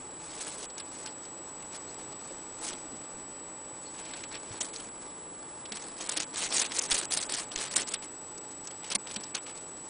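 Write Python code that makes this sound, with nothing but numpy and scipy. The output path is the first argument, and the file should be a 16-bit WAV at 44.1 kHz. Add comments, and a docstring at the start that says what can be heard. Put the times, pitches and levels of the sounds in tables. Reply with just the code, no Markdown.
"""On a quilted blanket, close to a small camera, a kitten scrabbles, pounces and bats a foil toy.
Cloth and foil crinkle in dense grains of noise; claws catch in short swells of noise (rips) and
ringing clicks (snaps); narrow noise chirps; paws thud as soft, low, dying tones.
Under it lie filtered noise for room and circuit hiss, and the camera's whine, steady tones whose
sign flips at every frame."""
import sys
import numpy as np
from scipy import signal
from scipy.fft import rfft, irfft, next_fast_len
from scipy.io import wavfile
from scipy.ndimage import uniform_filter1d, minimum_filter1d

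SR = 44100
rng = np.random.default_rng(int(sys.argv[2]) if len(sys.argv) > 2 else 0)


def undo_db(level):
    """Turn decibels back into plain size, where 20 dB means ten times bigger."""
    steps = np.asarray(level, float) / 20
    return 10 ** steps


def wrap_up_sound(samples):
    """Save the sound to the file named by the first command line argument, as 16-bit audio."""
    columns = np.atleast_2d(samples).T
    # keep every value between -1 and 1, then stretch to whole-number steps
    tamed = np.clip(columns, -1, 1)
    steps = np.round(tamed * 32767).astype(np.int16)
    wavfile.write(sys.argv[1], SR, steps)


N = 436149
T = np.arange(N) / SR  # time of each sample, s


def unit(x):
    """Scale a sound to an rms of 1."""
    return x / np.sqrt(np.mean(x ** 2))


def colour(x, points, rings=()):
    """Filter by (hz, db) points and optional resonances (hz, width_hz, db); rms 1."""
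    size = next_fast_len(len(x))
    hz = np.maximum(np.arange(size // 2 + 1) * SR / size, 1)
    point_hz, point_db = np.transpose(points)
    db = np.interp(np.log(hz), np.log(point_hz), point_db)
    for ring_hz, width_hz, ring_db in rings:
        db = db + ring_db / (1 + (2 * (hz - ring_hz) / width_hz) ** 2)
    return unit(irfft(rfft(x, size) * undo_db(db), size)[:len(x)])


def band(x, hz, share):
    """Resonance around hz; its width is a share of the centre."""
    b, a = signal.iirpeak(min(hz, 10000), 1 / max(share, .1), fs=SR)
    return signal.lfilter(b, a, x)


def walk(rate):
    """Random levels that slide to a new value every 1 / rate s; rms near 1."""
    hold = int(SR / rate)
    steps = np.repeat(rng.standard_normal(N // hold + 1), hold)
    return unit(uniform_filter1d(steps, hold))[:N]


def crinkle(rate, spread_db, hiss):
    """Fibres slip as random ticks of very unequal size over a finer hiss; rate is ticks per s."""
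    sizes = undo_db(spread_db * np.minimum(rng.exponential(size=N), 3.5))
    ticks = (rng.random(N) < rate / SR) * rng.standard_normal(N) * sizes
    return unit(unit(ticks) + hiss * rng.standard_normal(N))


def patchy(x, top_db, patchy_db, rate):
    """Different folds speak in different bands: each third-octave flickers alone; top_db tilts the treble."""
    spectrum, hz = rfft(x), np.arange(N // 2 + 1) * SR / N
    place = 3 * np.log2(np.maximum(hz, 1000) / 1000)  # third-octaves above 1000 Hz
    out = 0
    for k in range(12):
        part = irfft(spectrum * np.maximum(1 - abs(place - k), 0), N)
        tilt = np.clip((k - 6) / 3, -.5, 1)
        out = out + part * undo_db(patchy_db * walk(rate) + top_db * tilt)
    return out / undo_db(patchy_db ** 2 * np.log(10) / 20)  # offsets the power the flicker adds


# Faint fidgeting between the strokes: start_s, level_db
FIDGETING = [(0, -59.5), (.8, -66.5), (1.0, -49.5), (1.12, -58), (1.4, -60.5), (1.75, -56.5), (1.95, -57),
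             (2.3, -53.5), (2.4, -57), (2.8, -57), (3.7, -63), (4.0, -53.5), (4.85, -58.5), (5.3, -63.5),
             (5.9, -55.5), (8.0, -58.5), (8.6, -58.5), (9.6, -58.5), (9.89, -59)]
# Paw strokes dragging over the quilt: start_s, length_s, level_db, change_db (along the stroke),
# treble_db (tilt of the treble against the rest)
PAW_STROKES = [(0.202, 0.2, -54, 9, -0.5), (0.409, 0.17, -43.5, -6, 0.5), (0.584, 0.07, -45, 2.5, 2.5),
               (0.778, 0.033, -48, 2, -4), (1.058, 0.019, -53, 0, 2), (1.735, 0.027, -49.5, 0, -6),
               (1.997, .02, -53, 2, -5), (2.618, 0.057, -50.5, 11, 3), (2.686, 0.026, -39.5, -4, -1.5),
               (2.724, 0.075, -47.5, -8, -2), (3.954, 0.051, -55, 10.5, -8), (4.031, 0.22, -54.5, 6, -8),
               (4.321, 0.048, -48.5, 7.5, -9.5), (4.462, 0.13, -57, 7.5, -8), (4.611, 0.076, -35.5, -25, 6),
               (4.739, 0.12, -49, -5, 0), (5.02, 0.1, -60, 0, -4), (5.724, 0.055, -40, -5, -2),
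               (5.8, 0.086, -53.5, 4, 0), (5.97, 0.13, -48, 9.5, -1), (6.107, .035, -38.5, -2, -2),
               (6.168, 0.064, -31, -6.5, -0.5), (6.34, 0.043, -43.5, 10, 1), (6.386, 0.084, -36.5, 6.5, -2),
               (6.48, .03, -43.5, 1, 2), (6.524, 0.077, -32.5, 2.5, 0), (6.614, 0.056, -26, -11, -2),
               (6.701, 0.03, -45, 7, -0.5), (6.744, 0.12, -32.5, -10, 0.5),
               (6.894, 0.029, -37.5, 14.5, 1.5), (6.944, 0.11, -27.5, -15, 1), (7.109, 0.08, -35, 2.5, 1),
               (7.209, 0.064, -39.5, -8.5, 4.5), (7.295, 0.031, -36.5, 2, 0.5),
               (7.342, 0.091, -31, -10.5, -1), (7.518, 0.078, -47.5, 13, -0.5),
               (7.613, 0.072, -35, -4, -3.5), (7.702, 0.052, -50, 7, 1), (7.78, 0.062, -28.5, -11.5, -1.5),
               (7.873, 0.078, -47, 9.5, 0), (8.026, 0.035, -47.5, -7, -1.5), (8.644, 0.088, -59, -5, 2),
               (8.832, 0.061, -51, 1, -6), (8.905, 0.027, -38.5, 5.5, -1), (9.072, 0.059, -47.5, 4, -3.5),
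               (9.16, .05, -42.5, -5, -1.5), (9.232, 0.042, -54, -1, -1), (9.348, 0.034, -32, -12, -3.5),
               (9.469, 0.04, -45, -4, -4.5), (9.553, 0.045, -53, 1, -2)]


def effort():
    """Fidgeting plus strokes that grip fast, swell or sag, and let go: gain and treble tilt in dB."""
    grip_s, let_go_s = 0.0068, 0.0077  # quick onset; time constant of the dying away
    fidget_treble_db = 1
    gain = undo_db(np.interp(T, *np.transpose(FIDGETING)))
    treble = gain * fidget_treble_db
    for start_s, length_s, level_db, change_db, treble_db in PAW_STROKES:
        before_s = np.maximum(start_s - T, 0)
        after_s = np.maximum(T - start_s - length_s, 0)
        edges = np.exp(-(before_s / grip_s) ** 2 - after_s / let_go_s)
        progress = np.clip((T - start_s) / length_s, 0, 1)
        stroke = edges * undo_db(level_db + change_db * progress)
        gain = gain + stroke
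        treble = treble + stroke * treble_db
    return gain, treble / gain  # tilt averaged by how loud each part is


# Tone of the bright grains, shared by the rips: pitch_hz, level_db (relative)
BRIGHT_COLOUR = [(300, -37.5), (1500, -4), (2200, -1), (3000, 0), (5500, 2.5), (7000, 4), (8400, 4.5),
                 (9800, 4.5), (11000, -22.5)]
# Tone of the padded cloth's dull swish, shared by the rips: pitch_hz, level_db (relative)
DULL_COLOUR = [(60, -28), (170, -4.5), (300, -1.5), (600, -1.5), (1000, -1.5), (1800, -7.5), (3000, -14)]


def rustle():
    """Scrabbling comes in uneven clumps; bright grains above, the padded cloth's dull swish below."""
    swish_db, swish_follows = -24, 0.54  # the swish grows by 0.54 dB per dB of the bright grains
    crackle_per_s, crackle_db = 350, -9.5
    gain, treble_db = effort()
    clumps = undo_db(1.4 * walk(45) + 2.0 * walk(250))
    bright = patchy(colour(crinkle(3994, 0.55, 0.58), BRIGHT_COLOUR), treble_db, 2.12, 60)
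    dull = colour(crinkle(1500, 3.1, 0.96), DULL_COLOUR) * undo_db(swish_db)
    sparse = colour(crinkle(crackle_per_s, 3.1, 0), BRIGHT_COLOUR)
    crackle = patchy(sparse, treble_db, 7, 150)
    bright = bright + undo_db(crackle_db) * crackle
    return unit(clumps) * (gain * bright + gain ** swish_follows * dull)


# Tone of the room and circuit hiss: pitch_hz, level_db (per Hz, relative)
ROOM_COLOUR = [(12, -45.5), (20, -6), (53, -12.5), (169, -5.5), (232, -5.5), (275, -1.5), (352, -2.5),
               (461, -1), (508, 0.5), (699, -9), (850, -4), (1420, -13), (1570, -14), (1910, -17),
               (7000, -26), (8500, -21), (10500, -43.5)]
# Standing resonances of the room: pitch_hz, width_hz, boost_db
ROOM_RESONANCES = [(121, 16, 2), (314, 28, 4.5), (503, 58, -4), (858, 17, 7), (1198, 47, 5.5)]
# How loud the room noise is over time: start_s, level_db
ROOM_LOUDNESS = [(0, -48.5), (1.3, -49), (1.8, -47.5), (3.0, -47.5), (3.8, -48.5), (6.2, -49.5), (7.0, -47),
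                 (8.2, -49.5), (9.89, -49)]


def room():
    """Smooth hum of the room with a few standing resonances, running into circuit hiss."""
    noise = colour(rng.standard_normal(N), ROOM_COLOUR, ROOM_RESONANCES)
    return noise * undo_db(np.interp(T, *np.transpose(ROOM_LOUDNESS)))


# The camera's whine and its two sidebands: pitch_hz, level_db (rms, between flips), phase_rad
WHINE_TONES = [(7875.04, -45.5, 0), (7625.04, -61, 0), (8125.04, -68.5, 2.5)]


def whine():
    """Line-scan leak: a tone and its two sidebands, inverted at each video frame."""
    frame_s, first_flip_s = 1 / 30.00015, .0168
    flip_ramp_s = 0.00085  # from zero to full level on either side of a flip
    turn = np.sin(np.pi * (T - first_flip_s) / frame_s) * frame_s / np.pi
    tones = 0
    for pitch_hz, level_db, phase_rad in WHINE_TONES:
        tones = tones + np.sqrt(2) * undo_db(level_db) * np.sin(2 * np.pi * pitch_hz * T + phase_rad)
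    return np.clip(turn / flip_ramp_s, -1, 1) * tones


# Claws ripping over the quilting: start_s (near the swell), level_db (before the tone mix), brightest_hz
CLAW_RIPS = [(0.411, -37.5, 7000), (.6055, -46, 6560), (.6294, -44, 3560), (.7003, -44.5, 3820),
             (0.78, -37, 6080), (.799, -37, 4100), (1.061, -40, 5050), (1.0723, -38, 3600),
             (1.252, -47, 4460), (1.624, -43, 2210), (1.7449, -44.5, 4900), (1.9644, -54, 3780),
             (2.2994, -50, 2090), (2.6678, -40, 4240), (2.729, -37, 4220), (3.9794, -50, 2380),
             (4.0646, -48, 2420), (4.1086, -43, 2070), (4.136, -35.5, 1500), (4.168, -49, 4680),
             (4.2362, -35.5, 2220), (4.3251, -44, 5310), (4.3505, -39, 3680), (4.609, -24, 6200),
             (4.758, -40, 4540), (4.8, -41, 2990), (5.654, -40.5, 3080), (5.7207, -33, 4630),
             (5.8197, -40, 6950), (6.091, -25, 7400), (6.116, -29.5, 7070), (6.1714, -27, 3860),
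             (6.2067, -41, 6800), (6.2287, -40, 2340), (6.3505, -47, 2620), (6.3739, -43, 4160),
             (6.389, -35.5, 7120), (6.4544, -38, 5110), (6.5246, -35, 3750), (6.566, -25, 7040),
             (6.5927, -21, 6800), (6.6194, -31, 3910), (6.6992, -51, 4130), (6.718, -35, 2310),
             (6.764, -33, 4900), (6.786, -24, 6800), (6.8094, -31, 7120), (6.836, -33.5, 6250),
             (6.85, -37, 6790), (6.89, -47, 4430), (6.9146, -19.5, 3050), (6.9511, -30, 7190),
             (6.979, -30, 6280), (7.12, -33, 4870), (7.227, -31, 4080), (7.297, -42, 6250),
             (7.3327, -34, 3460), (7.5165, -38.5, 3720), (7.5592, -34, 2420), (7.709, -34.5, 2050),
             (7.7598, -17.5, 7100), (7.7894, -39, 3600), (7.884, -34, 6540), (7.9377, -27, 2620),
             (8.377, -42.5, 5000), (8.6717, -37.5, 5600), (8.708, -41, 2880), (8.8433, -40, 2710),
             (8.901, -36, 5770), (8.9155, -26.5, 3360), (8.9509, -19, 6040), (9.0713, -45, 3100),
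             (9.1127, -38, 3420), (9.1406, -37, 6220), (9.1606, -29.5, 4220), (9.2344, -38, 5440),
             (9.348, -26.5, 5660), (9.4644, -46, 2450)]


def rips():
    """Each rip is a rounded swell of grains with its own bright region and a duller body."""
    soft_rise_s, hard_rise_s, fall_s = 0.0028, 0.0058, 0.0076
    hard_db, body_db = -27.5, -17  # rips around and above hard_db shift to the slower rise
    grains = crinkle(7000, 2.6, 0.97)
    wide = patchy(colour(grains, BRIGHT_COLOUR), 0, 3.54, 90)
    dull = colour(grains, DULL_COLOUR)
    out, t = np.zeros(N), np.arange(4096) / SR
    for start_s, level_db, brightest_hz in CLAW_RIPS:
        hardness = 1 / (1 + undo_db(3 * (hard_db - level_db)))
        rise_s = soft_rise_s + (hard_rise_s - soft_rise_s) * hardness
        peak_s = 2 * rise_s
        swell = np.exp(-((t - peak_s) / np.where(t < peak_s, rise_s, fall_s)) ** 2)
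        i = int((start_s - 1.26 * rise_s) * SR)
        part = wide[i:i + len(t)]
        bright = unit(band(part, brightest_hz, 0.44))
        tone = 0.45 * part + 0.44 * bright + undo_db(body_db) * dull[i:i + len(t)]
        out[i:i + len(t)] += undo_db(level_db) * swell * tone
    return out


# Single threads or foil creases letting go: start_s, level_db (before the decay), pitch_hz
THREAD_SNAPS = [(0.411, -27, 7000), (0.4224, -32, 6850), (0.7003, -44, 3820), (0.7813, -24, 6120),
                (1.062, -20.5, 5000), (2.5242, -34, 5990), (4.5173, -32, 3800), (4.7421, -31, 6050),
                (4.7622, -21, 4500), (5.722, -19, 4600), (6.169, -27, 3820), (6.203, -10, 6900),
                (6.2307, -31, 3600), (6.3595, -22, 3850), (6.3734, -19, 7000), (6.5257, -30, 3750),
                (6.567, -19, 4990), (6.72, -19, 4620), (6.765, -20, 4900), (6.786, -23, 6820),
                (6.8374, -26, 6270), (7.122, -12.5, 4870), (7.227, -23, 4080), (7.5605, -10.5, 6650),
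                (8.6743, -25, 5550), (8.844, -37, 2710), (8.9524, -12, 6770), (9.072, -28, 3100),
                (9.112, -26, 3420)]


def snaps():
    """A lone click that rings for a cycle or two."""
    out, t = np.zeros(N), np.arange(256) / SR
    for start_s, level_db, pitch_hz in THREAD_SNAPS:
        i = int(start_s * SR)
        ring = np.sin(2 * np.pi * pitch_hz * t) * np.exp(-t * pitch_hz / 1.7)
        out[i:i + len(t)] += undo_db(level_db) * ring
    return out


# Thin short chirps, perhaps the foil: start_s, length_s, level_db, pitch_hz
FOIL_CHIRPS = [(1.875, .03, -55, 4250), (3.855, 0.038, -51, 4350)]


def chirps():
    """A narrow, breathy whistle: noise sent twice through a resonance, in a rounded swell."""
    noise, out = rng.standard_normal(N), 0
    for start_s, length_s, level_db, pitch_hz in FOIL_CHIRPS:
        half_s = length_s / 2
        swell = np.exp(-((T - start_s - half_s) / half_s) ** 2)
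        whistle = unit(band(band(noise, pitch_hz, 0.11), pitch_hz, 0.11))
        out = out + undo_db(level_db) * swell * whistle
    return out


# Paws landing on the padding: start_s, level_db (peak of the push), pitch_hz
PAW_THUDS = [(2.307, -40, 547), (2.719, -52, 29.6), (2.741, -41, 259), (2.889, -52, 67.3), (2.93, -40, 227),
             (3.139, -50, 26.9), (4.199, -53, 108), (4.299, -57, 112), (4.508, -40.5, 108),
             (4.611, -44, 615), (5.716, -42, 216), (6.17, -36.5, 306), (6.588, -48, 200), (6.618, -47, 417),
             (6.784, -39, 503), (6.919, -38, 26.9), (7.559, -41, 26), (7.598, -42, 512), (7.778, -50, 278),
             (7.799, -43, 380), (8.951, -35, 207), (9.166, -37, 214)]


def thuds():
    """A soft push sets the padding swinging low and briefly; higher thuds die a little sooner."""
    out, t = np.zeros(N), np.arange(8192) / SR
    for start_s, level_db, pitch_hz in PAW_THUDS:
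        i = int(start_s * SR)
        ring_s = 0.099 * (200 / pitch_hz) ** 0.1  # time to fall by 60 dB
        push = (1 - np.exp(-t / 0.0012)) * np.exp(-np.log(1000) * t / ring_s)
        out[i:i + len(t)] += undo_db(level_db) * push / push.max() * np.sin(2 * np.pi * pitch_hz * t)
    return out


def scene():
    """Everything reaches one microphone."""
    mix = rustle() + room() + whine() + rips() + snaps() + chirps() + thuds()
    return mix[None]


def starve(x, under_db, tilt_db, soft_db):
    """Fine sound far under the stroke level goes missing, also just before and after a stroke."""
    hz, _, z = signal.stft(x, SR, nperseg=384)
    db = 10 * np.log10(uniform_filter1d(abs(z) ** 2, size=5, axis=0) + 1e-16)
    middle_db = np.median(db[15:85], axis=0)  # about 1.7 to 9.8 kHz
    stroke_db = -minimum_filter1d(-middle_db, size=9, origin=1)  # loudest of the nearby moments
    octaves = np.log2(np.clip(hz, 100, 6500) / 6500)[:, None]
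    bar_db = stroke_db - under_db + tilt_db * octaves  # the bar sinks below 6500 Hz
    keep = 1 / (1 + np.exp(np.clip((bar_db - db) / soft_db, -30, 30)))
    return signal.istft(z * keep, SR, nperseg=384)[1][:N]


def band_limit(x):
    """A steep low-pass at the top of the band."""
    return signal.sosfilt(signal.butter(12, 10550, fs=SR, output="sos"), x)


def record(dry):
    """The camera thins the treble, then cuts the top steeply."""
    thin = starve(dry[0], under_db=4.5, tilt_db=14.0, soft_db=1.1)
    top_cut = signal.ellip(12, .3, 70, 10150, fs=SR, output="sos")  # low-pass at 10150 Hz
    mix = signal.sosfilt(top_cut, thin)[None]
    return band_limit(mix)


dry = scene()
out = record(dry)
wrap_up_sound(out)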